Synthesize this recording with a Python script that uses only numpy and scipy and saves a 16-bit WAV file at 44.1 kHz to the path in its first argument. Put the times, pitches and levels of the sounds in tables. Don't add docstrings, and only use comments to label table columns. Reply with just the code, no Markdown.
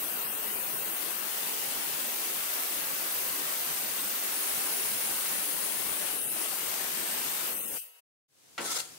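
import sys
import numpy as np
from scipy import signal
from scipy.fft import rfft, irfft
from scipy.io import wavfile
from scipy.ndimage import uniform_filter1d

SR = 44100
rng = np.random.default_rng(int(sys.argv[2]) if len(sys.argv) > 2 else 0)


def wav_out(sig):
    wavfile.write(sys.argv[1], SR, np.round(np.clip(np.atleast_2d(sig).T, -1, 1) * 32767).astype(np.int16))


N = 396018
TIME_S = np.arange(N) / SR
BINS_HZ = np.fft.rfftfreq(1024, 1 / SR)

# time_s, speed_hz
SHAFT_SPEED = [(0, 118.97), (1.2, 118.97), (1.42, 114.9), (2.2, 113.2), (2.7, 114.6), (3.3, 113.6),
               (3.85, 115.7), (4.3, 113.9), (4.9, 115.9), (5.3, 115.5), (5.62, 118.4), (6.33, 118.7),
               (6.75, 116.3), (7.37, 115.9), (7.55, 118.4), (7.85, 119.3)]
# start_s, end_s
CUTS = [(0.96, 6.17), (6.36, 7.5)]
# pitch_hz, nominal_width_hz, relative left_db, relative right_db
BLADE_MODES = [(535, 60, -19, -18), (690, 70, -16, -11), (950, 90, -24, -21), (1310, 90, -20, -18),
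               (1900, 130, -21, -12), (2080, 100, -19, -10), (2740, 330, -13, -8), (3000, 150, -13, -8),
               (3320, 90, -16, -12), (3850, 150, -21, -16), (4750, 250, -21, -15), (5220, 160, -21, -12),
               (5650, 200, -22, -16), (6500, 380, -16, -9), (7800, 380, -14, -9), (8410, 300, -2, -2.5),
               (8850, 170, -3, -4.5), (9250, 250, -10, -10), (9720, 480, -3, -4), (10200, 420, -6.5, -6),
               (10880, 200, 3.5, -0.5), (11280, 200, -5, -4), (11620, 250, -9, -9), (12000, 170, 3, 2),
               (12410, 180, 2.5, 2.5), (12980, 350, -6, -5), (13780, 500, -0.5, -0.5), (14260, 260, 0.5, 3),
               (14850, 500, -2, 0.5), (15600, 400, -1, 2.5)]
GUARD_MODE = (2635.5, 50, -12, -9.5)
# pitch_hz, width_hz, start_s, end_s, change_db
FLARES = [(2780, 150, -1, 1.7, 2), (690, 70, 4.5, 6.4, 3), (2850, 250, 5.9, 6.5, 3), (2750, 250, 6, 7.5, 1),
          (2800, 300, 7.6, 8.1, 2.5), (8330, 130, 3.7, 4.0, 5), (8400, 130, 6.85, 6.3, -2),
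          (8200, 280, 5.5, 8.4, 4), (10850, 130, 1.5, 2, 1.5), (10820, 130, 2.75, 3.3, 3),
          (10900, 140, 4.5, 3, 2.5), (11050, 130, 6, 6.4, 2), (10850, 180, 6, 7.45, -3),
          (11600, 110, 7.5, 6.7, 2.5), (12170, 200, -2, 1.1, 6), (12350, 110, 0.5, 1.75, 2),
          (12350, 120, 3, 3.65, 2.5), (12380, 150, 2, 4.15, 3.5), (12000, 130, 7.08, 7.38, 3),
          (13770, 220, 2.5, 4.2, 1.5), (14230, 160, 4.05, 4.3, 4), (14250, 200, 6.55, 7.35, -2),
          (14300, 180, 7.42, 7.65, 6), (15580, 200, 2, 3.7, 1), (15580, 200, 4, 5, 2),
          (15500, 800, 6, 8.1, -4)]
# start_s, end_s, change_db
LULLS = [(6.18, 6.338, -2.5), (7.56, 7.756, -5)]
# pitch_hz, share
LULL_SHARE = [(200, 0.52), (600, 1.2), (1200, 1.9), (2200, 1.8), (2900, 0.98), (3700, 1.3), (4700, 1.44),
              (6400, 0.76), (8000, 0.48)]
# free_db, added_by_touch_db, added_by_full_load_db
RING_LEVELS = [(-34.5, -0.5, -1.15), (-37, -0.2, 2)]
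RUSH_LEVELS = [(-41, -1, -2), (-61, 6.5, 5.5)]
GRIND_LEVELS = [(-44.5, 3.97, 1.48), (-52, 1.3, 3)]
# pitch_hz, relative level_db
SINGING_TONES = [(2498, -58), (2735, -47), (2974, -57), (4402, -55), (6424, -56), (8328, -46), (8447, -56),
                 (9518, -58), (10110, -58), (10944, -52), (12015, -49), (12134, -41.5), (13679, -51),
                 (14040, -52), (14158, -43), (14277, -52), (14750, -58), (15466, -54)]
# shaft_harmonic, level_db
MOTOR_TONES = [(4, -78), (8, -75.5), (11, -74.5), (22, -64), (24, -70)]
# pitch_hz, relative level_db per Hz
RUSH_SPECTRUM = [(30, -37.5), (60, -20.5), (110, -7.5), (180, -2.5), (350, 1.5), (800, 0.5), (2000, -3.5),
                 (5000, -12.5), (16000, -15.5)]
GRIT_SPECTRUM = [(40, -61.5), (150, -9), (400, -8), (1200, -0.5), (3000, 0), (7000, -0.5), (11000, 0),
                 (16000, -4)]
# pitch_hz, relative level_db per Hz
RUMBLE_SPECTRUM = [(40, -29.5), (90, -6), (140, 0), (220, -4.5), (400, -21), (1500, -60)]
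# start_s, relative level_db
LOW_BURSTS = [(0.265, -59), (0.372, -61), (0.52, -62), (1.65, -60.5), (1.859, -66), (2.268, -65),
              (3.036, -66), (3.412, -59), (3.66, -60), (4.307, -61.5), (4.51, -60.5), (4.92, -62),
              (5.918, -60), (6.237, -58.5), (6.853, -64), (7.71, -59)]
# shaft_harmonic, start_s, end_s, level_db at full load
GUARD_TONES = [(26, 1.3, 2.1, -52.5), (29, 1.4, 2.1, -56.5), (24, 1.4, 1.8, -52.5), (23, 1.75, 2.15, -55),
               (24, 2.3, 3.1, -58), (19, 4.4, 5.4, -57), (23, 4.45, 5.4, -53), (24, 4.45, 5.3, -55),
               (26, 4.4, 5.3, -57), (23, 6.5, 7.05, -52)]
# pitch_hz, relative level_db per Hz
ROOM_SPECTRUM = [(24, -45), (40, -20.5), (87, -14), (123, -1), (162, -9), (333, -5), (1280, -12.5),
                 (8310, -9), (15500, -17)]
# pitch_hz, relative level_db per Hz
BLOW_SPECTRUM = [(40, -38), (90, -20), (150, -21), (350, 3.5), (650, -1), (900, 0), (1500, 1), (3000, 0),
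                 (5000, -5.5), (10000, -15), (16000, -28)]
# pitch_hz, t60_s
BLOW_T60 = [(100, 0.41), (400, 0.58), (1500, 0.32), (4000, 0.13), (15000, 0.092)]
# pitch_hz, relative level_db, t60_s
TILE_MODES = [(166.5, -16, 1), (232, -9.5, 0.38), (290, -8.5, 0.35), (350, -4.5, 0.35), (418, -10, 0.45),
              (562, -3, 0.36), (740, -5, .2), (954, -8, 0.2), (1066, -9, 0.2), (1360, 7, 0.1),
              (1520, 0, 0.13), (1963, 4, 0.08), (2250, -9, .15), (2702, -16, .2), (2929, -9, .2)]
# pitch_hz, relative level_db per Hz
SCRAPE_SPECTRUM = [(30, -31), (80, -24), (150, -23), (600, -1.5), (1500, -2.5), (2300, -4), (4000, 1.5),
                   (7000, 2.5), (9200, 3.5), (11500, -1.5), (13000, -8), (16000, -10)]
# pitch_hz, threshold_db per Hz
GATE_THRESHOLD = [(30, -88.5), (55, -83), (100, -81), (160, -81), (250, -82), (1000, -78.5), (2000, -82.5),
                  (4000, -81.5), (7000, -80.5), (9000, -79), (16000, -77.5)]
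# pitch_hz, gain_db
GATE_SHUT = [(50, -14.5), (110, -25), (300, -44.5), (16000, -44.5)]
# pitch_hz, time_s
GATE_FREEZE = [(2200, 0.066), (3000, 0.01)]

FREE_HZ, SAG_HZ = 118.97, 3.615
TOUCH_S = 0.12
FADE_S, SAW_END_S = 7.772, 8.008
RING_FADE = dict(db_per_s=160, depth_db=26)
RUSH_FADE = dict(db_per_s=860, depth_db=31)
GRIND_FADE = dict(db_per_s=220, depth_db=23.3)
KNOCK_S = 8.579
EDGE_HZ = 15780


def amp(db):
    return 10 ** (np.asarray(db) / 20)


def evened(x):
    return x / np.sqrt(np.mean(x ** 2) + 1e-20)


def colour(points, hz=BINS_HZ):
    f, value = np.transpose(points)
    return np.interp(np.log(hz + 1), np.log(f), value)


def follow(rows, t):
    s, *columns = np.transpose(rows)
    return [np.interp(t, s, c) for c in columns]


def spectra(x, size=1024):
    return signal.stft(x, SR, nperseg=size, noverlap=size - size // 4)[1:]


def waves(z, size=1024):
    return signal.istft(z, SR, nperseg=size, noverlap=size - size // 4)[1][..., :N]


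def in_band(gain, lo_hz, hi_hz):
    band = (BINS_HZ > lo_hz) & (BINS_HZ < hi_hz)
    power = np.sum(gain[..., band, :] ** 2, -2, keepdims=True) / len(BINS_HZ)
    return gain / np.sqrt(power)


def drift(shape, rate_hz, step_s):
    hz = np.fft.rfftfreq(shape[-1], step_s)
    spectrum = rfft(rng.standard_normal(shape)) / (1 + (hz / rate_hz) ** 4)
    return evened(irfft(spectrum, shape[-1]))


def patches(shape, bins=4, frames=14):
    field = rng.standard_normal(shape)
    for _ in range(2):
        field = uniform_filter1d(field, bins, axis=1)
        field = uniform_filter1d(field, frames, axis=2)
    return evened(field)


def tinted(x, points):
    return evened(waves(spectra(x)[1] * amp(colour(points))[:, None]))


def gritty(grains_per_s, grain_db):
    hits = rng.random(N) < grains_per_s / SR
    grains = hits * amp(grain_db * np.minimum(rng.exponential(1, N), 3))
    grains = evened(grains * rng.choice([-1, 1], (2, N)))
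    return evened(grains + rng.standard_normal((2, N)))


def held(t, start_s, end_s, ramp_s):
    return np.clip(np.minimum(t - start_s, end_s - t) / ramp_s + .5, 0, 1)


def touch(t):
    return sum(held(t, start, end, TOUCH_S) for start, end in CUTS)


def loading(t):
    return np.clip((FREE_HZ - follow(SHAFT_SPEED, t)[0]) / SAG_HZ, 0, 1)


def working(levels, t):
    return np.array([free + by_touch * touch(t) + by_load * loading(t) for free, by_touch, by_load in levels])


def fading(t, db_per_s, depth_db):
    return -np.clip((t - FADE_S) * db_per_s, 0, depth_db)


def lull(t, ramp_s=0.11):
    return sum(db * held(t, start, end, ramp_s) for start, end, db in LULLS)


def flares(t, ramp_s=0.13):
    total_db = 0
    for hz, width, start, end, db in FLARES:
        bump = np.exp(-((BINS_HZ - hz) / width) ** 4)
        total_db = total_db + db * np.outer(bump, held(t, start, end, ramp_s))
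    return total_db


def shaft(wobble_hz=.4, flutter_hz=0.01465):
    load = loading(TIME_S)
    waver_hz = (flutter_hz + wobble_hz * load) * drift((N,), 7, 1 / SR)
    return np.cumsum(follow(SHAFT_SPEED, TIME_S)[0] + waver_hz) / SR, load


def rim(turns, size=4096, harmonics=135):
    phases = np.exp(2j * np.pi * rng.random(harmonics))
    sizes = amp(2.5 * rng.standard_normal(harmonics))
    pattern = irfft(np.r_[0, phases * sizes], size)
    return evened(np.interp(turns % 1 * size, np.arange(size + 1), np.r_[pattern, pattern[0]]))


def blade(turns, load, wander_db=1.16, patchy_db=2.1, width_scale=0.59, pinch_drop=0.0065, split_hz=11500):
    regular = .52 - .17 * load
    pattern = np.array([rim(turns), rim(turns)])
    drive = np.sqrt(regular) * pattern + np.sqrt(1 - regular) * rng.standard_normal((2, N))
    t, z = spectra(drive)
    fade_db = fading(t, **RING_FADE)
    hz, width, *sides_db = np.transpose(BLADE_MODES + [GUARD_MODE])

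    pinched = held(t, 1, 4.25, 0.3)
    free, tight = [(1 + ((BINS_HZ[:, None] - f) / (width_scale * width)) ** 2) ** -2
                   for f in (hz, hz * (1 - pinch_drop))]

    swell_db = wander_db * drift((len(hz), len(t)), 12.0, t[1])
    narrow_low = ((hz < 4000) * GUARD_MODE[1] / width).clip(0, 1)
    swell_db -= 0.63 * fade_db * narrow_low[:, None]
    swell_db[hz < 2400] += 0.9 * lull(t)
    swell_db[-1] -= 0.8 * lull(t)
    power = amp(np.array(sides_db)[:, :, None] + swell_db) ** 2
    gain = np.sqrt(free @ (power * (1 - pinched)) + tight @ (power * pinched))
    gain = in_band(gain * amp(patchy_db * patches(z.shape)), 8000, EDGE_HZ)

    top = .5 + .5 * np.tanh((BINS_HZ[:, None] - split_hz) / 300)
    middle = (1 - top) * (BINS_HZ[:, None] > 8600)
    top_db = top * 0.5 * (1.5 - touch(t))
    middle_db = middle * 4.7 * held(t, 4.33, 6.52, 0.13)
    gain *= amp(top_db + middle_db + flares(t))
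    dip_db = np.outer((.1, 0.51), lull(t))
    level_db = working(RING_LEVELS, t) + dip_db + fade_db
    return waves(z * gain * amp(level_db)[:, None])


def singing(turns, load, waver_db=2.0, damping_db=20, level_db=-4.0, groove_db=-5, right_db=-4):
    t = np.arange(0, TIME_S[-1], .05)
    wavers = drift((len(SINGING_TONES), len(t)), 4.4, t[1])
    tones = np.zeros(N)
    for (hz, db), waver in zip(SINGING_TONES, wavers):
        level = amp(db + waver_db * np.interp(TIME_S, t, waver))
        tones += level * np.sin(2 * np.pi * (round(hz / FREE_HZ) * turns + rng.random()))
    in_groove = np.clip((TIME_S - CUTS[0][0]) / 0.24, 0, 1)
    gain_db = level_db - damping_db * load + groove_db * in_groove + fading(TIME_S, **RING_FADE)
    return tones * amp(gain_db) * amp([[0], [right_db]])


def motor(turns, waver_db=0.5):
    t = np.arange(0, TIME_S[-1], .005)
    out = np.zeros((2, N))
    for harmonic, db in MOTOR_TONES:
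        level = np.interp(TIME_S, t, amp(db + waver_db * drift((len(t),), 12, t[1])))
        out += level * np.sin(2 * np.pi * (round(harmonic) * turns + rng.random((2, 1))))
    return out


def spray(grains_per_s=9000, grain_db=0.76, flicker_db=0.57, patchy_db=(1.28, 3.5), clear_patchy_db=3):
    t, z = spectra(gritty(grains_per_s, grain_db))
    dip_db = np.outer((0.94, 0.17), lull(t))[:, None] * colour(LULL_SHARE)[:, None]
    water_db = working(RUSH_LEVELS, t) + fading(t, **RUSH_FADE)
    grind_db = working(GRIND_LEVELS, t) + fading(t, **GRIND_FADE)
    rush = in_band(amp(colour(RUSH_SPECTRUM))[:, None], 100, 1400)
    grit = in_band(amp(colour(GRIT_SPECTRUM))[:, None], 3500, 7500)
    gain = np.hypot(rush * amp(water_db)[:, None], grit * amp(grind_db)[:, None])
    z = z * amp(np.array(patchy_db)[:, None, None] * patches(z.shape, 2, 10))
    ragged = (patches(z.shape, 2, 7) - .3) * (1 - touch(t)) * np.clip(BINS_HZ / 2500, 0, 1)[:, None]
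    hiss = waves(z * gain * amp(dip_db + clear_patchy_db * ragged))
    return hiss * amp(flicker_db * drift((2, N), 40, 1 / SR))


def low_bursts(burst_hz=72, rise_s=0.009, left_db=3, right_db=-3):
    t, starts = np.arange(SR // 5) / SR, np.zeros(N)
    for s, db in LOW_BURSTS:
        starts[round(s * SR)] = amp(db)
    swell = (t / rise_s) ** 2 * np.exp(-t / rise_s)
    burst = swell / swell.max() * np.sin(2 * np.pi * burst_hz * t)
    return signal.oaconvolve(starts, burst)[:N] * amp([[left_db], [right_db]])


def flickers(size=4096, lo_hz=1894, hi_hz=7400, per_s=100, t60_s=0.1, floor_db=-55, spread_db=3.0):
    out, t = np.zeros((2, N + size)), np.arange(size) / SR
    decay = amp(-60 * t / t60_s)
    draws = rng.random((2400, 5))
    for when, pitch, strength, side, chance in draws:
        s = when * FADE_S
        if chance < per_s * FADE_S / len(draws) * touch(s):
            tone = decay * np.sin(2 * np.pi * (lo_hz + pitch * (hi_hz - lo_hz)) * t)
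            level_db = floor_db - spread_db * np.log(max(strength, np.exp(-2)))
            start = round(s * SR)
            out[:, start:start + size] += np.sqrt([[1 - side], [side]]) * tone * amp(level_db)
    return out[:, :N]


def stand(load, left_db=-72, right_db=-61.0, surge_db=2.5):
    level_db = np.array([[left_db], [right_db]]) + surge_db * drift((N,), 9, 1 / SR)
    return tinted(rng.standard_normal((2, N)), RUMBLE_SPECTRUM) * load * amp(level_db)


def whine(turns, load, waver_db=2.5, smear_turns=0.004, ramp_s=0.15):
    t = np.arange(0, TIME_S[-1], .005)
    swells = drift((len(GUARD_TONES), len(t)), 7.2, t[1])
    smears = drift((2, len(t)), 25, t[1])
    angle = turns + smear_turns * np.array([np.interp(TIME_S, t, smear) for smear in smears])
    out = np.zeros((2, N))
    for (harmonic, start, end, db), swell in zip(GUARD_TONES, swells):
        span = slice(round((start - ramp_s) * SR), round((end + ramp_s) * SR))
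        level = amp(db + waver_db * np.interp(TIME_S[span], t, swell))
        level = level * held(TIME_S[span], start, end, ramp_s)
        out[:, span] += level * np.sin(2 * np.pi * (round(harmonic) * angle[:, span] + rng.random((2, 1))))
    return out * load


def room_air(start_s=8.281, rise_s=0.69, curve=0.79, left_db=-49.5, right_db=-51.5):
    fade_in = np.clip((TIME_S - start_s) / rise_s, 0, 1) ** curve
    hiss = tinted(rng.standard_normal((2, N)), ROOM_SPECTRUM)
    return hiss * amp([[left_db], [right_db]]) * fade_in


def knock(size=22050, shared=0.68, blow_db=-32.5, tile_db=-37.5, body_db=2.0, body_hz=750, crack_s=.0004,
          bloom_s=0.0089, right_db=-1.5):
    t = np.arange(size) / SR
    noise = rng.standard_normal((2, size)) + shared * rng.standard_normal(size)
    frame_s, z = spectra(noise, size=256)
    hz = np.fft.rfftfreq(256, 1 / SR)
    decay = amp(-60 * frame_s / colour(BLOW_T60, hz)[:, None])
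    blow = waves(z * evened(amp(colour(BLOW_SPECTRUM, hz)))[:, None] * decay, size=256)[:, :size]
    ring = np.zeros((2, size))
    for f, db, t60 in TILE_MODES:
        tone = np.sin(2 * np.pi * f * t + rng.uniform(0, 1.2, (2, 1)))
        ring += amp(db - 60 * t / t60) * tone * rng.choice([-1, 1])
    hit = amp(blow_db) * blow + amp(tile_db) * ring

    low_pass = 1 / (1 + (np.fft.rfftfreq(2 * size, 1 / SR) / body_hz) ** 8)
    body = irfft(rfft(hit, 2 * size) * low_pass)[:, :size]
    crack = (hit - body) * (1 - np.exp(-t / crack_s))
    hit = crack + amp(body_db) * body * (1 - np.exp(-t / bloom_s))
    return np.pad(hit * amp([[0], [right_db]]), ((0, 0), (round(KNOCK_S * SR), 0)))[:, :N]


def stroke(rest_s=0.014, full_s=8.713, stop_s=8.803, curve=0.61, surge_s=0.052, surge_db=1.5):
    start_s = KNOCK_S + rest_s
    rise = np.clip((TIME_S - start_s) / (full_s - start_s), 0, 1) ** curve
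    slip_db = surge_db * np.cos(2 * np.pi * (np.minimum(TIME_S, stop_s) - full_s) / surge_s)
    after_s = np.maximum(TIME_S - stop_s, 0)
    stop_db = np.maximum(-433 * after_s, -9.5 - 105 * after_s)
    return rise * amp(slip_db + stop_db)


def slide(grains_per_s=9000, grain_db=1.0, left_db=-30.5, right_db=-33.5, comb_db=3.5, patchy_db=2.6,
          body_db=4.5, judder_db=1.0):
    z = spectra(gritty(grains_per_s, grain_db))[1]
    body = sum(amp(db) / (1 + ((BINS_HZ - hz) / 50) ** 2) for hz, db, _ in TILE_MODES)
    modes_db = comb_db * drift((2, len(BINS_HZ)), 0.46, 1) + body_db * body
    gain_db = modes_db[:, :, None] + patchy_db * patches(z.shape, 2, 6)
    sound = tinted(waves(z * amp(gain_db)), SCRAPE_SPECTRUM)
    level_db = judder_db * drift((N,), 80.2, 1 / SR) + np.array([[left_db], [right_db]])
    return sound * stroke() * amp(level_db)


def scene():
    turns, load = shaft()
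    saw = blade(turns, load) + singing(turns, load) + motor(turns) + spray()
    saw = saw + low_bursts() + flickers() + stand(load) + whine(turns, load)
    saw = saw * np.clip((SAW_END_S - TIME_S) / 0.018, 0, 1)
    saw = saw * amp(0.89 * held(TIME_S, 4.25, np.inf, 0.26))
    return saw + room_air() + knock() + slide()


def record(dry, release_s=0.084):
    t, z = spectra(dry)
    per_hz = abs(z) ** 2 * 2 / (1.5 * BINS_HZ[1])
    power = uniform_filter1d(uniform_filter1d(per_hz, size=9, axis=2), size=2, axis=1)
    under = amp(colour(GATE_THRESHOLD))[:, None] ** 2 / (abs(power) + 1e-16)
    gain = np.maximum(1 / (1 + under ** 9), amp(colour(GATE_SHUT))[:, None])

    frozen = gain[:, :, [np.searchsorted(t, FADE_S)]]
    last = frozen ** np.clip(1 - (t - FADE_S) / release_s, 0, 1)
    released = np.clip((t - FADE_S) / colour(GATE_FREEZE)[:, None], 0, 1) ** 2
    released = released * np.clip((BINS_HZ[:, None] / 420) ** 4 + (t > SAW_END_S), 0, 1)
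    gated = waves(z * (gain + (last - gain) * released))
    low_pass = signal.firwin(1023, EDGE_HZ, window=("kaiser", 8), fs=SR)
    return signal.oaconvolve(gated, low_pass[None], "same")


dry = scene()
out = record(dry)
wav_out(out)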